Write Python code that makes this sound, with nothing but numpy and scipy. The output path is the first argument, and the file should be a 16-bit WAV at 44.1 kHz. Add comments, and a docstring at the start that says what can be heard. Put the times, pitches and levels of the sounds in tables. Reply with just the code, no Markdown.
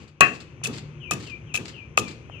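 """On a plank deck outdoors, a wooden pestle pounds chopped roots in a stone mortar, five blows at an even pace.
All five crunch, the first loudest: it meets bare stone, rings as a sum of modes and clips; the later four are
cushioned. Crunches and the rustle of loose bits as the pestle lifts are random click trains shaped by filters.
A small bird peeps in falling notes some way off, mostly as reflections, over low rumble and a narrow-band hum."""
import sys
import numpy as np
from scipy import signal
from scipy.fft import rfft, irfft
from scipy.io import wavfile

SR = 44100
rng = np.random.default_rng(int(sys.argv[2]) if len(sys.argv) > 2 else 0)


def materialize(psi):
    """Save the field psi as 16-bit PCM at rate SR to the path in sys.argv[1].

    A 1-D psi becomes a single channel; in a 2-D psi each row is a channel.
    """
    bounded = np.clip(np.atleast_2d(psi).T, -1, 1)
    quanta = np.round(bounded * 32767).astype(np.int16)
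    wavfile.write(sys.argv[1], SR, quanta)


N = 105840
T = np.arange(N) / SR  # s


def from_db(db):
    """Logarithmic level: 20 dB is a tenfold amplitude."""
    return 10 ** (np.asarray(db) / 20)


def rms_one(x):
    """Normalization: scale to unit root-mean-square amplitude."""
    return x / np.sqrt(np.mean(x ** 2) + 1e-20)


def colour(x, points):
    """Minimum-phase filtering: a causal response through (f/Hz, level/dB) points, by way of the cepstrum."""
    hz, db = np.transpose(points)
    size = 2 ** 17
    f = np.maximum(np.arange(size // 2 + 1) * SR / size, 1)
    log_gain = np.log(from_db(np.interp(np.log(f), np.log(hz), db)))
    cepstrum = irfft(log_gain)
    # Folding the cepstrum onto positive times makes the filter causal
    cepstrum[1:size // 2] *= 2
    cepstrum[size // 2 + 1:] = 0
    response = np.exp(rfft(cepstrum))
    return irfft(rfft(x, size) * response)[..., :N]


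def dying(s, t60):
    """Exponential decay: a unit step at s that falls 60 dB in t60 seconds."""
    return (T >= s) * from_db(-60 * np.maximum(T - s, 0) / t60)


def swell(s, rise, hold, t60):
    """Envelope: linear attack, hold and exponential release."""
    release = s + rise + hold
    attack = np.clip((T - s) / rise, 0, 1)
    return attack * np.where(T < release, 1, dying(release, t60))


def ring(s, hz, t60):
    """Damped oscillation: one struck mode as a decaying sine."""
    return np.sin(2 * np.pi * hz * (T - s)) * dying(s, t60)


def stereo_noise(side_share=0.28):
    """Partial coherence: a shared white noise plus a share of another in opposite signs left and right."""
    mid, side = rng.standard_normal((2, N))
    return rms_one(mid + side_share * side * np.array([[1], [-1]]))


def noise(points):
    """Spectral shaping: coloured stereo noise of unit rms."""
    return rms_one(colour(stereo_noise(), points))


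def echoes(x, rise, t60):
    """Diffuse reverberation: convolution with a decaying noise response of unit mean energy."""
    response = stereo_noise(side_share=0.96) * swell(.002, rise, 0, t60)
    response = rms_one(response) / np.sqrt(N)
    return signal.fftconvolve(np.atleast_2d(x), response, axes=1)[:, :N]


# Partials of the distant hum: (f/Hz, level/dB before the changes below)
HUM_PARTIALS = [(118, -50.5), (147, -48.5), (236, -64.5), (355, -58)]
# Slow wavering of the hum: (t/s, level change/dB)
HUM_WAVER = [(0, -14), (.6, 1), (.88, 7), (1.1, 2.5), (1.25, 2.5), (1.8, -1), (2.4, -1)]
# Spectrum of the outdoor rumble: (f/Hz, relative level per Hz/dB)
RUMBLE_SPECTRUM = [(15, -49.5), (30, -32), (45, -17.5), (68, 0.5), (120, -4), (200, -9.5), (360, -11.5),
                   (520, -15), (680, -25.5), (1100, -21.5), (1900, -25.5), (2550, -17), (3300, -30.5),
                   (4600, -53.5), (6300, -50.5), (7500, -67.5), (15000, -82.5)]
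# Course of the rumble: (t/s, level/dB)
RUMBLE_COURSE = [(0, -40), (.15, -53), (.35, -46.5), (.9, -44), (1.4, -44.5), (1.9, -45.5), (2.4, -43)]
HUM_WIDTH_HZ = 11.5


def background():
    """Narrow-band noise: slow noises modulate carriers into a hum, over a broadband outdoor rumble."""
    narrow = signal.butter(2, HUM_WIDTH_HZ / 2, fs=SR, output="sos")
    hum = 0
    for hz, db in HUM_PARTIALS:
        # The first second is dropped while the filter settles
        a, b = signal.sosfilt(narrow, rng.standard_normal((2, N + SR)))[:, SR:]
        partial = a * np.sin(2 * np.pi * hz * T) + b * np.cos(2 * np.pi * hz * T)
        hum = hum + from_db(db) * rms_one(partial)
    hum = hum * from_db(np.interp(T, *np.transpose(HUM_WAVER)))
    rumble = noise(RUMBLE_SPECTRUM) * from_db(np.interp(T, *np.transpose(RUMBLE_COURSE)))
    return hum + rumble


# Loose bits rustle as the pestle lifts: (t/s, level/dB, hold/s)
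LIFT_RUSTLES = [(0.0, -55, .04), (0.075, -52.5, 0.0062), (0.333, -44, 0.023), (0.401, -42, .008),
                (0.728, -40, 0.035), (0.7737, -40.5, .008), (1.199, -40, .004), (1.224, -44, 0.016),
                (1.265, -44, 0.0058), (1.295, -48.5, 0.0053), (1.653, -38.5, 0.0035), (1.678, -38.5, 0.011),
                (2.078, -37.5, 0.0055), (2.108, -46, 0.004)]
# Spectrum of the rustle: (f/Hz, relative level/dB)
RUSTLE_SPECTRUM = [(300, -16.5), (1000, 0), (2500, 8), (3500, 5), (4700, 6.5), (6000, -6.5), (7500, -2),
                   (9500, -22), (14000, -29.5)]
# Roots are crushed under the pestle: (t/s, level/dB, hold/s)
ROOT_CRUNCHES = [(0.2067, -13, 0.0023), (0.6372, -28, 0.0086), (0.648, -34.5, 0.021), (0.67, -27, 0.0027),
                 (1.109, -22, 0.0021), (1.119, -34.5, 0.021), (1.54, -31.5, 0.016), (1.5527, -31, 0.011),
                 (1.572, -36.5, 0.0066), (1.9738, -19, 0.0027), (1.984, -26.5, .013)]
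# Spectrum of the crunch: (f/Hz, relative level/dB)
CRUNCH_SPECTRUM = [(200, -34.5), (700, -11), (1500, -13), (3000, 3), (5000, -3), (7000, 0), (9500, -7.5),
                   (12000, -11.5), (14500, -22.5)]
GRAINS_PER_S, GRAIN_SPREAD_DB = 7000, 3
RUSTLE_RISE_S, RUSTLE_T60_S = .002, 0.12
CRUNCH_RISE_S, CRUNCH_T60_S = 0.0004, 0.024


def roots():
    """Random impulse train: fibres snap in dense bursts of tiny clicks, and loose bits rustle."""
    sizes = from_db(GRAIN_SPREAD_DB * np.minimum(rng.exponential(1, N), 4))
    happens = rng.random(N) < GRAINS_PER_S / SR
    snaps = stereo_noise(side_share=0.67) * sizes * happens
    pressure = sum(from_db(db) * swell(s, CRUNCH_RISE_S, hold, CRUNCH_T60_S)
                   for s, db, hold in ROOT_CRUNCHES)
    lifting = sum(from_db(db) * swell(s, RUSTLE_RISE_S, hold, RUSTLE_T60_S)
                  for s, db, hold in LIFT_RUSTLES)
    crunch = rms_one(colour(snaps, CRUNCH_SPECTRUM)) * pressure
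    rustle = rms_one(colour(snaps, RUSTLE_SPECTRUM)) * lifting
    return crunch + rustle


# Blows, also played by mortar() and deck(): (t/s, knock level/dB, hollow note level/dB, note f/Hz, note t60/s,
# note right against left before the right-channel filter/dB, dense ring level/dB, thud level/dB, thud rise/s)
PESTLE_BLOWS = [(0.2080, -7.5, -5, 1121, 0.14, 4, -11, -24, 0.0038),
                (0.64, -41, -37, 1215, .05, -7.5, -35.5, -30.5, 0.051),
                (1.1114, -20.5, -17.5, 1211, 0.054, 4.5, -32.5, -29, 0.0135),
                (1.5437, -28.5, -37.5, 1230, 0.17, -3, -34, -35, 0.06),
                (1.9770, -8, -7, 1209, 0.041, -6.5, -41, -28.5, .015)]
# Light wooden taps: (t/s, knock level/dB)
WOOD_TAPS = [(0.616, -34.5), (2.298, -27.5)]
# Spectrum of the knock: (f/Hz, relative level/dB)
KNOCK_SPECTRUM = [(20, -44.5), (60, -37), (200, -8), (450, 3.5), (720, 11), (1100, 5.5), (1600, -3.5),
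                  (3500, -25.5), (8000, -45)]
RATTLE_DB, RATTLE_T60_S = -19, 0.0047  # level against the knock


def knocks():
    """Impulse response: blows and taps excite a short dull pulse; blows add a hollow note.

    The note is higher when the pestle stays pressed in."""
    hits = [(s, db) for s, db, *_ in PESTLE_BLOWS + WOOD_TAPS]
    clicks = np.zeros(N)
    for s, db in hits:
        clicks[int(s * SR)] += from_db(db)
    single = colour(1. * (T == 0), KNOCK_SPECTRUM)
    pulses = colour(clicks, KNOCK_SPECTRUM) / np.abs(single).max()
    bursts = sum(from_db(db + RATTLE_DB) * dying(s, RATTLE_T60_S) for s, db in hits)
    rattle = noise(KNOCK_SPECTRUM) * bursts
    note = sum(from_db([[db], [db + lean_db]]) * ring(s, hz, t60)
               for s, _, db, hz, t60, lean_db, *_ in PESTLE_BLOWS)
    return pulses + rattle + note


# Spectrum of the deck thud: (f/Hz, relative level per Hz/dB)
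THUD_SPECTRUM = [(20, -41.5), (45, -24.5), (75, -13), (115, 1.5), (190, 2), (280, -2), (400, -3),
                 (600, -17), (1200, -16), (4000, -71)]
DECK_HZ, DECK_T60_S, THUD_T60_S = 122, 0.17, 0.48  # the lowest plank mode, and the thud around it


def deck():
    """Structure-borne sound: each blow drives the lowest plank mode and a band of low noise."""
    boom = sum(from_db(db) * ring(s, DECK_HZ, DECK_T60_S) for s, *_, db, _ in PESTLE_BLOWS)
    level = sum(from_db(db) * swell(s, rise, 0, THUD_T60_S) for s, *_, db, rise in PESTLE_BLOWS)
    return boom + noise(THUD_SPECTRUM) * level


# The pestle touches the stone: (t/s, relative level/dB, ring t60/s, cushioning by roots/0-1)
STONE_TOUCHES = [(0.2087, 2.5, 0.22, 0), (0.633, -17, 0.032, 0.9), (0.6473, -17, 0.038, 0.8),
                 (0.6561, -5.5, .035, 0.87), (1.1160, -4, 0.038, 0.9), (1.1340, -12, .03, 0.8),
                 (1.5433, -4.5, 0.044, 1), (1.5534, 1, 0.018, 1), (1.5737, -5, 0.026, 1),
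                 (1.9759, 8, 0.021, 0.59)]
# Modes of the mortar: (f/Hz, relative level/dB, share of the ring t60)
MORTAR_MODES = [(1616, -28, 1), (1737, -24, 1), (1776, -24, 1), (1908, -28, 1), (2395, -26, 1),
                (2513, -8, .9), (2593, -7, 1.1), (2682, -14, 1), (2718, -15, 1), (2788, -18, .9),
                (3185, -27, .9), (4064, -32, .8)]
# Spectrum of the dense ring: (f/Hz, relative level per Hz/dB)
DENSE_SPECTRUM = [(40, -45.5), (200, -24.5), (550, -2.5), (720, 8.5), (930, -14), (1150, 10), (1400, 4),
                  (1800, 12.5), (2200, 3), (2600, 12), (3300, -16), (4300, -15), (6000, -32.5),
                  (14000, -56.5)]
MAIN_MODE_HZ, CUSHION_DB = 2593, 28.5  # full cushioning takes this much from all but the main mode
CUSHIONED_RISE_S = 0.0013  # for full cushioning
DENSE_RISE_S, DENSE_T60_S = 0.00048, 0.26


def mortar():
    """Modal superposition: the stone rings in damped modes; its many weak ones blur into a dense ring.

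    Roots damp a touch until it rings briefly and nearly on one note."""
    modes = 0
    for s, db, t60, cushion in STONE_TOUCHES:
        attack = np.clip((T - s) / (CUSHIONED_RISE_S * max(cushion, .1)), 0, 1)
        for hz, mode_db, share in MORTAR_MODES:
            distance = min(abs(hz - MAIN_MODE_HZ) / 80, 1)  # no loss at the main mode, full 80 Hz away
            loss_db = CUSHION_DB * np.clip(cushion, 0, 1) * distance
            modes = modes + from_db(db + mode_db - loss_db) * attack * ring(s, hz, t60 * share)
    dense = sum(from_db(db) * swell(s, DENSE_RISE_S, 0, DENSE_T60_S)
                for s, *_, db, _, _ in PESTLE_BLOWS)
    return modes + noise(DENSE_SPECTRUM) * dense


# Peeps: (t/s, starting level/dB, starting f/Hz, level gained by the end/dB)
BIRD_PEEPS = [(0.998, -35.5, 3200, 0.5), (1.235, -43.5, 3400, 12), (1.455, -53, 3400, 18.5),
              (1.725, -36.5, 3200, -3.5), (1.98, -43, 3013, 6), (2.306, -36, 3150, -6.5)]
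PEEP_END_HZ, PEEP_FALL_S = 2350, .042
PEEP_S, PEEP_RISE_S, PEEP_T60_S = .09, .02, 0.057  # hold, attack, release
WOBBLE_DEPTH, WOBBLE_CUTOFF_HZ = 0.01, 138  # depth is scaled below by the height of the pitch
PEEP_DIRECT_DB, ECHO_RISE_S, ECHO_T60_S = -5, 0.0057, 0.28


def bird():
    """Frequency modulation: slightly hoarse notes fall and level out, heard mostly through reflections."""
    slow = signal.butter(2, WOBBLE_CUTOFF_HZ, fs=SR, output="sos")
    wobble = rms_one(signal.sosfilt(slow, rng.standard_normal(N)))
    song = 0
    for s, db, start_hz, gain_db in BIRD_PEEPS:
        height = np.exp(-(np.maximum(T - s, 0) / PEEP_FALL_S) ** 1.59)  # from 1 to 0
        glide_hz = PEEP_END_HZ + (start_hz - PEEP_END_HZ) * height
        hz = glide_hz * (1 + WOBBLE_DEPTH * wobble * (0.29 + 1.433 * height))
        level = from_db(db + gain_db * np.clip((T - s) / PEEP_S, 0, 1))
        envelope = swell(s, PEEP_RISE_S, PEEP_S, PEEP_T60_S)
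        song = song + level * envelope * np.sin(2 * np.pi * np.cumsum(hz) / SR)
    return from_db(PEEP_DIRECT_DB) * song + echoes(song, ECHO_RISE_S, ECHO_T60_S)


# Colour of the late reflections: (f/Hz, gain/dB)
TAIL_FILTER = [(100, 5), (600, 9.5), (1200, -2.5), (2600, -3), (4500, -4.5), (7500, -12.5), (13000, -20.5)]
# Right-channel filter for the pounding: (f/Hz, gain/dB)
RIGHT_CLOSE_FILTER = [(100, -5), (500, 1.5), (900, -14.5), (1200, -6), (1700, -10.5), (2600, -18.5),
                      (3500, -11.5), (4700, -3.5), (6500, 4.5), (9000, 0.5), (13000, 0)]
# Right-channel filter for bird and background: (f/Hz, gain/dB)
RIGHT_FAR_FILTER = [(100, -1.5), (400, -5), (1000, -10), (2500, -20), (6000, 16)]
NEAR_DB, NEAR_RISE_S, NEAR_T60_S = -15, 0.0036, 0.18
TAIL_DB, TAIL_RISE_S, TAIL_T60_S = -22.5, 0.037, 0.45
CRUNCH_SEND_DB = 14.5  # extra level of the roots into the tail
LEFT_LAG_S = .0002


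def scene():
    """Superposition: direct sound, early and late reflections, with a time and level difference in stereo."""
    struck = knocks() + mortar()
    crunch = roots()
    near = from_db(NEAR_DB) * echoes(struck + crunch, NEAR_RISE_S, NEAR_T60_S)
    sent = struck + from_db(CRUNCH_SEND_DB) * crunch
    tail = from_db(TAIL_DB) * colour(echoes(sent, TAIL_RISE_S, TAIL_T60_S), TAIL_FILTER)
    close = struck + crunch + deck() + near + tail
    far = bird() + background()
    samples = np.arange(N)
    left = np.interp(samples - round(LEFT_LAG_S * SR), samples, close[0] + far[0])
    right = colour(close[1], RIGHT_CLOSE_FILTER) + colour(far[1], RIGHT_FAR_FILTER)
    return np.array([left, right])


LOW_CUT_HZ, CUTOFF_HZ = 40, 14600


def record(dry):
    """Overload and band limiting: the loudest peaks clip; the deepest bass and the top are cut."""
    clipped = np.clip(dry, -1, 1)
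    low_cut = signal.butter(2, LOW_CUT_HZ, "high", fs=SR, output="sos")
    top_cut = signal.ellip(12, .1, 80, CUTOFF_HZ, fs=SR, output="sos")
    return signal.sosfilt(top_cut, signal.sosfilt(low_cut, clipped))


dry = scene()
out = record(dry)
materialize(out)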